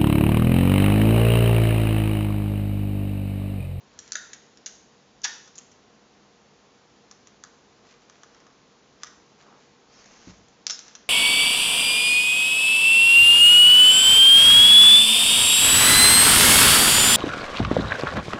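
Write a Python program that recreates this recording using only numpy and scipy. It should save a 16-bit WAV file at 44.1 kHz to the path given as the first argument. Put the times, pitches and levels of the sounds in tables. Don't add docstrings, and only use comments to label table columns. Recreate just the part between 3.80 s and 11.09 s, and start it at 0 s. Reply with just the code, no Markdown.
import sys
import numpy as np
from scipy import signal
from scipy.fft import rfft, irfft
from scipy.io import wavfile
from scipy.ndimage import uniform_filter1d

SR = 44100
rng = np.random.default_rng(int(sys.argv[2]) if len(sys.argv) > 2 else 0)


def output_pcm(signal):
    pcm = np.clip(np.atleast_2d(signal).T, -1, 1) * 32767
    wavfile.write(sys.argv[1], SR, np.round(pcm).astype(np.int16))


N = 321489
TIME = np.arange(N) / SR

# frequency in Hz, relative level in dB.
AIR_COLOUR = [(15, -65.5), (25, -42), (47, -7.5), (80, -11.5), (148, -5.5), (174, -6.5), (196, -0.5),
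              (364, -5), (409, -3.5), (627, -8), (723, -6.5), (1080, -10), (2250, -15.5), (6710, -17.5),
              (7200, -20), (9360, -83), (15800, -120)]
# frequency in Hz, level in dB.
HUM_TONES = [(145.3, -74.5), (204.6, -73.5), (414.5, -78.5), (473.7, -70.5), (705.2, -88.5), (1066, -76.5)]
# time in seconds, level in dB.
THUMPS = [(.07, -64), (.16, -60), (1.915, -61), (5.275, -64.5), (6.472, -40), (6.478, -43)]
# frequency in Hz, relative level in dB, 60 dB decay in seconds.
FLOOR_MODES = [(58, -10, 0.58), (78, -7.5, 0.52), (104.2, 4, 0.16), (137, 0.5, 0.1), (182, 3.5, 0.088),
               (246, 3, 0.15)]
# greatest pressure in seconds, length in seconds, level in dB.
SLEEVE_STROKES = [(.15, 0.09, -63), (3.32, 0.18, -69), (4.06, 0.17, -64), (4.5, 0.54, -65),
                  (5.25, 0.32, -63.5), (5.68, 0.18, -55.5), (7.08, 0.13, -63)]
# frequency in Hz, relative level in dB.
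SLEEVE_COLOUR = [(80, -15), (300, -1), (750, -1.5), (1200, 1.5), (2000, -13.5), (6000, -37)]
# greatest pressure in seconds, length in seconds, level in dB.
FINGER_STROKES = [(.28, 0.5, -58), (1.8, 0.12, -61), (3.3, .5, -67), (4.09, .12, -57), (4.36, 0.4, -62.5),
                  (5.225, 0.068, -56.5), (5.615, 0.093, -58.5), (5.82, 0.17, -60), (7.1, 0.21, -56)]
# frequency in Hz, relative level in dB.
FINGER_COLOUR = [(400, -2), (1600, 14.5), (3000, 10.5), (6500, 10), (8000, 6)]
# start in seconds,
# bright tick in dB, hollow knock in dB (both as energy spread over one ms), decay of the slips in ms.
DISPENSER_CONTACTS = [(.1891,-29.5,-45,2.3), (.2771,-43,-52.5,0.72), (.3203,-20,-35,.5),
                      (.3315,-32,-43,2.5), (0.354,-21,-22.5,1.6), (0.3676,-32,-49,11),
                      (.5314,-30.5,-38,4.6), (0.7726,-43.5,-53.5,1.3), (.8606,-26,-47,0.29),
                      (.8631,-26,-37.5,2.8), (.8749,-35.5,-45,2.2), (1.4172,-42,-69,0.83),
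                      (6.258,-47,-58.5,1.3), (6.684,-50.5,-62,1.1)]
# frequency in Hz, width in Hz per pass, relative level in dB.
SHELL_BODY = [(596, 220, -8), (970, 190, -21), (1374, 310, 4), (1924, 1050, 2), (2490, 1100, -7)]
# frequency in Hz, relative level in dB, 60 dB decay in seconds.
SHELL_MODES = [(985, -14, .32), (1451, -7, .35), (1570, -10, .3), (1734, -5, .35), (1821, 0, .42),
               (2218, -14, .35), (4474, -9, .28), (4567, -11, .28), (6406, -6, .22)]
# frequency in Hz, width in Hz per pass, relative level in dB.
RIPPING_FILM = [(590, 700, -14.5), (945, 340, -8.5), (1470, 480, -2.5), (1840, 370, 6.5),
                (2630, 1340, -9.5)]
# start in seconds, bright tick in dB,
# hollow knock in dB (both as energy spread over one ms), decay of the slips in ms.
CREASES = [(1.675,-44.5,-50,6.2), (1.7546,-38,-64,8.3), (1.7738,-46,-63,4.3), (1.7801,-32.5,-56,1.2),
           (1.7852,-32.5,-53,1.3), (1.9153,-46.5,-57,9), (3.3121,-37,-46,1.7), (3.4716,-41.5,-50,0.56),
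           (3.6375,-33.5,-37,1), (4.2975,-44,-45.5,1.3), (4.4333,-41.5,-41,0.78), (4.5464,-48.5,-49,3),
           (4.6023,-51.5,-56,0.62), (4.6664,-50.5,-46.5,2.2), (5.2335,-25.5,-30.5,0.92),
           (5.269,-40,-41,5.9)]
# frequency in Hz, width in Hz per pass, relative level in dB.
TUBE_BODY = [(1240, 450, -1), (1640, 450, -6), (1850, 610, -5)]
# frequency in Hz, relative level in dB.
DRAG_COLOUR = [(100, 1.5), (300, 0.5), (1000, 3.5), (2200, 2), (3600, -2), (4500, -0.5), (6500, 4.5),
               (8000, -13.5)]
# greatest pressure in seconds, length in seconds, level in dB.
LANDING_SCUFF = (6.49, 0.06, -59.5)
# start in seconds, bright tick in dB,
# hollow knock in dB (both as energy spread over one ms), decay of the slips in ms.
PLUCKS = [(6.8669,-15.5,-31,0.48), (6.878,-41,-55,1.6), (6.8972,-19,-29,7.1), (6.9068,-20.5,-35.5,1.7),
          (6.9911,-30.5,-43.5,.7), (7.081,-41,-49,2.1), (7.1515,-32.5,-41.5,4.2)]
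# frequency in Hz, width in Hz per pass, relative level in dB.
PLUCKED_FILM = [(634, 470, -6.5), (1410, 530, 4.5), (2230, 1700, -2)]
# frequency in Hz, width in Hz per pass, relative level in dB.
BLADE = [(5080, 100, -1), (5390, 84, 2), (5360, 130, -2), (5420, 150, -6), (6740, 190, -3)]
# frequency in Hz, 60 dB decay in seconds.
ROOM_T60 = [(200, .5), (1500, 0.49), (4000, 0.6), (7000, 0.6)]
# frequency in Hz, level in dB.
ROOM_COLOUR = [(100, 8), (500, -2), (1500, -0.5), (2800, -2.5), (4500, -2), (6500, -11.5), (8000, -2)]
# delay in ms, level in dB.
ECHOES = [(1.15, -21), (3.5, -8.5), (11.2, -12.5)]

AIR_DB = -58
CUTOFF_HZ = 7450
FLEX_FOLLOWS_KNOCK = 0.24
CRISP_HZ_PER_DB = 23
STROKE_RISE_SHARE = 0.33
TEAR_PEAK_S, TOOTH_GAP_MS, TOOTH_JITTER_MS, POP_MS = 1.4428, 2.3, 0.3, 2
TEAR_TICK_DB, TEAR_KNOCK_DB = -17.5, -23
KNOCK_LAG_MS = 3.5
TEAR_RISE_DB_PER_MS, TEAR_FALL_DB_PER_MS = 2.5, 0.95
SPRING_BACK_DB = -38
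DRAG_START_S, DRAG_STOP_S, DRAG_DB = 6.07, 6.48, -56
SHOVE_S, SHOVE_HALF_LENGTH_S, ZIP_DB = 6.165, 0.07, -62
ZIP_SLOW_HZ, ZIP_FAST_HZ, ZIP_WIDTH_HZ = 4400, 5500, 450
PEEL_START_S, PEEL_STOP_S, PEEL_DB = 6.896, 6.946, -31


def from_db(db):
    return 10 ** (np.asarray(db) / 20)


def rms_one(x):
    return x / np.sqrt(np.mean(x ** 2) + 1e-20)


def at_hz(points, hz):
    freqs, values = np.transpose(points)
    return np.interp(np.log(hz + 1e-3), np.log(freqs), values)


def add(out, s, sound):
    start = max(0, round(s * SR))
    out[start:start + len(sound)] += sound[:N - start]


def coloured(x, colour):
    gain = from_db(at_hz(colour, np.fft.rfftfreq(len(x), 1 / SR)))
    return rms_one(irfft(rfft(x) * gain, len(x)))


def unevenness(per_s, depth_db):
    knots = rng.standard_normal(1000)
    return from_db(depth_db * np.interp(TIME * per_s, np.arange(len(knots)), knots))


def background():
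    out = from_db(AIR_DB) * coloured(rng.standard_normal(N), AIR_COLOUR)
    for hz, db in HUM_TONES:
        wandering_hz = hz * unevenness(per_s=9, depth_db=0.02)
        tone = np.sqrt(2) * np.sin(2 * np.pi * np.cumsum(wandering_hz) / SR)
        out += from_db(db) * unevenness(per_s=7, depth_db=1.0) * tone
    return out


def ring(blows, modes, spread_db):
    out, t = np.zeros(N), TIME[:SR // 2]
    hz, mode_db, t60 = np.transpose(modes)
    cycles = hz[:, None] * t
    onset = np.minimum(2 * cycles, 1)
    waves = np.sin(2 * np.pi * cycles) * onset * from_db(-60 * t / t60[:, None])
    for s, db in blows:
        strength_db = db + mode_db + spread_db * rng.standard_normal(len(hz))
        add(out, s, from_db(strength_db) @ waves)
    return out


def landing():
    no_rumble = signal.butter(4, 52, "high", fs=SR, output="sos")
    return signal.sosfilt(no_rumble, ring(THUMPS, FLOOR_MODES, spread_db=1.0))


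def strokes(rows):
    out = np.zeros(N)
    for s, length_s, db in rows:
        side_share = np.where(TIME < s, STROKE_RISE_SHARE, 1 - STROKE_RISE_SHARE)
        reach = (TIME - s) / (length_s * side_share)
        out += from_db(db) * np.exp(-np.minimum(reach ** 2, 20))
    return out


def friction(colour, grains_per_s, size_db):
    sizes = from_db(size_db * np.minimum(rng.exponential(1, N), 4))
    caught = rng.random(N) < grains_per_s / SR
    return coloured(sizes * rng.standard_normal(N) * caught, colour)


def sleeve():
    return strokes(SLEEVE_STROKES) * friction(SLEEVE_COLOUR, grains_per_s=4000, size_db=2.0)


def fingers():
    pressure = strokes(FINGER_STROKES) * unevenness(per_s=35, depth_db=3.0)
    return pressure * friction(FINGER_COLOUR, grains_per_s=1800, size_db=2.0)


def resonate(x, hz, width_hz):
    r = np.exp(-np.pi * width_hz / SR)
    zeros = np.array([1, 0, -1]) * (1 - r * r) / 2
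    poles = [1, -2 * r * np.cos(2 * np.pi * hz / SR), r * r]
    return signal.lfilter(zeros, poles, x)


def hump(x, hz, width_hz):
    return resonate(resonate(x, hz, width_hz), hz, width_hz)


def contacts(rows, body, base_tick_hz, tick_width_hz, flex_hz, flex_width_hz, flex_offset_db, grit):
    out, t = np.zeros(N), TIME[:SR // 20]
    one_ms = np.sqrt(SR / 1000 / len(t))
    soften = signal.butter(6, CUTOFF_HZ - 300, fs=SR, output="sos")
    for s, tick_db, knock_db, decay_ms in rows:
        tick_hz = base_tick_hz + CRISP_HZ_PER_DB * (tick_db - knock_db)
        flex_db = tick_db + FLEX_FOLLOWS_KNOCK * (knock_db - tick_db) + flex_offset_db
        force = grit * rng.standard_normal(len(t)) * np.exp(-1000 * t / decay_ms)
        force[0] += 1
        tick = signal.sosfilt(soften, hump(force, tick_hz, tick_width_hz))
        flex = hump(force, flex_hz, flex_width_hz)
        knock = sum((-1) ** k * from_db(db) * hump(force, hz, width) for k, (hz, width, db) in enumerate(body))
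        sound = from_db(tick_db) * rms_one(tick) - from_db(flex_db) * rms_one(flex)
        sound += from_db(knock_db) * rms_one(knock)
        add(out, s, one_ms * sound)
    return out


def dispenser():
    return contacts(DISPENSER_CONTACTS, SHELL_BODY, base_tick_hz=5960, tick_width_hz=2350,
                    flex_hz=3590, flex_width_hz=1720, flex_offset_db=-4.0, grit=0.26)


def shell():
    knocks = [(s, knock_db - 28.5) for s, _, knock_db, _ in DISPENSER_CONTACTS]
    parting = (TEAR_PEAK_S + KNOCK_LAG_MS / 1000, SPRING_BACK_DB)
    return ring(knocks + [parting], SHELL_MODES, spread_db=2.5)


def tooth_db(ms):
    return min(TEAR_RISE_DB_PER_MS * ms, -TEAR_FALL_DB_PER_MS * ms)


def tear():
    teeth_ms = TOOTH_GAP_MS * np.arange(-4, 9)
    teeth_ms = teeth_ms + TOOTH_JITTER_MS * rng.standard_normal(len(teeth_ms))
    pops = []
    for ms in teeth_ms:
        tick_db = TEAR_TICK_DB + tooth_db(ms)
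        knock_db = TEAR_KNOCK_DB + tooth_db(ms - KNOCK_LAG_MS)
        pops.append((TEAR_PEAK_S + ms / 1000, tick_db, knock_db, POP_MS))
    return contacts(pops, RIPPING_FILM, base_tick_hz=5500, tick_width_hz=3200,
                    flex_hz=3180, flex_width_hz=1380, flex_offset_db=-4.0, grit=0.26)


def paper():
    return contacts(CREASES, TUBE_BODY, base_tick_hz=6000, tick_width_hz=2170,
                    flex_hz=3450, flex_width_hz=1800, flex_offset_db=-7.0, grit=0.16)


def held(start_s, stop_s, attack_s, drift_db_per_s, release_db_per_s):
    attack = np.clip((TIME - start_s) / attack_s, 0, 1)
    drift_db = drift_db_per_s * np.maximum(TIME - start_s - attack_s, 0)
    release_db = release_db_per_s * np.maximum(TIME - stop_s, 0)
    return attack * from_db(drift_db - release_db)


def drag():
    slide = held(DRAG_START_S, DRAG_STOP_S, attack_s=0.094, drift_db_per_s=2.0, release_db_per_s=61)
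    pressure = from_db(DRAG_DB) * slide + strokes([LANDING_SCUFF])
    grains = friction(DRAG_COLOUR, grains_per_s=10000, size_db=-0.5)
    return pressure * unevenness(per_s=130, depth_db=1.5) * grains


def weave_zip():
    moving = np.exp(-np.minimum(((TIME - SHOVE_S) / SHOVE_HALF_LENGTH_S) ** 2, 20))
    hz = ZIP_SLOW_HZ + (ZIP_FAST_HZ - ZIP_SLOW_HZ) * moving ** 4
    slow_band = signal.butter(2, ZIP_WIDTH_HZ / 2, fs=SR, output="sos")
    irregular = signal.sosfilt(slow_band, rng.standard_normal(N))
    rasp = irregular * np.sin(2 * np.pi * np.cumsum(hz) / SR)
    return from_db(ZIP_DB) * moving * rms_one(rasp)


def plucks():
    return contacts(PLUCKS, PLUCKED_FILM, base_tick_hz=5750, tick_width_hz=2600,
                    flex_hz=3760, flex_width_hz=1200, flex_offset_db=-4.0, grit=0.18)


def squeak():
    slips = rng.standard_normal(N)
    song = sum(from_db(db) * rms_one(hump(slips, hz, width)) for hz, width, db in BLADE)
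    steady = song / np.sqrt(uniform_filter1d(song ** 2, SR // 100) + 1e-9)
    peel = held(PEEL_START_S, PEEL_STOP_S, attack_s=0.012, drift_db_per_s=-213, release_db_per_s=252)
    return from_db(PEEL_DB) * steady * peel


def room(x, build_s):
    t, edges = TIME[:SR], np.geomspace(80, 9000, 13)
    white, tail = rng.standard_normal((2, len(t))), 0
    for k, (low, high) in enumerate(zip(edges, edges[1:])):
        hz = np.sqrt(low * high)
        band_filter = signal.butter(2, [low, high], "band", fs=SR, output="sos")
        band = signal.sosfilt(band_filter, white[k % 2])
        decay = from_db(-60 * t / at_hz(ROOM_T60, hz)) * (1 - np.exp(-t / build_s))
        tail = tail + from_db(at_hz(ROOM_COLOUR, hz)) * band * decay / np.linalg.norm(decay)
    return signal.fftconvolve(x, tail)[:N]


def scene():
    thump, plastic, rip, creases, snaps = landing(), dispenser(), tear(), paper(), plucks()
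    ringing = shell() + squeak()
    rubbing = sleeve() + fingers() + drag() + weave_zip()
    direct = thump + plastic + rip + creases + snaps
    out = direct + ringing + rubbing + background()
    for delay_ms, db in ECHOES:
        add(out, delay_ms / 1000, from_db(db) * direct)
    to_walls = from_db(-1.5) * plastic + from_db(-1.5) * rip + from_db(-3.0) * snaps + from_db(-3.5) * creases
    to_walls += from_db(-9.5) * thump + from_db(-14.5) * ringing
    return (out + room(to_walls, build_s=0.0015))[None]


def record(dry):
    rounded = signal.sosfilt(signal.butter(10, CUTOFF_HZ - 100, fs=SR, output="sos"), dry)
    return signal.sosfilt(signal.cheby1(14, 0.1, CUTOFF_HZ - 50, fs=SR, output="sos"), rounded)


dry = scene()
out = record(dry)
output_pcm(out)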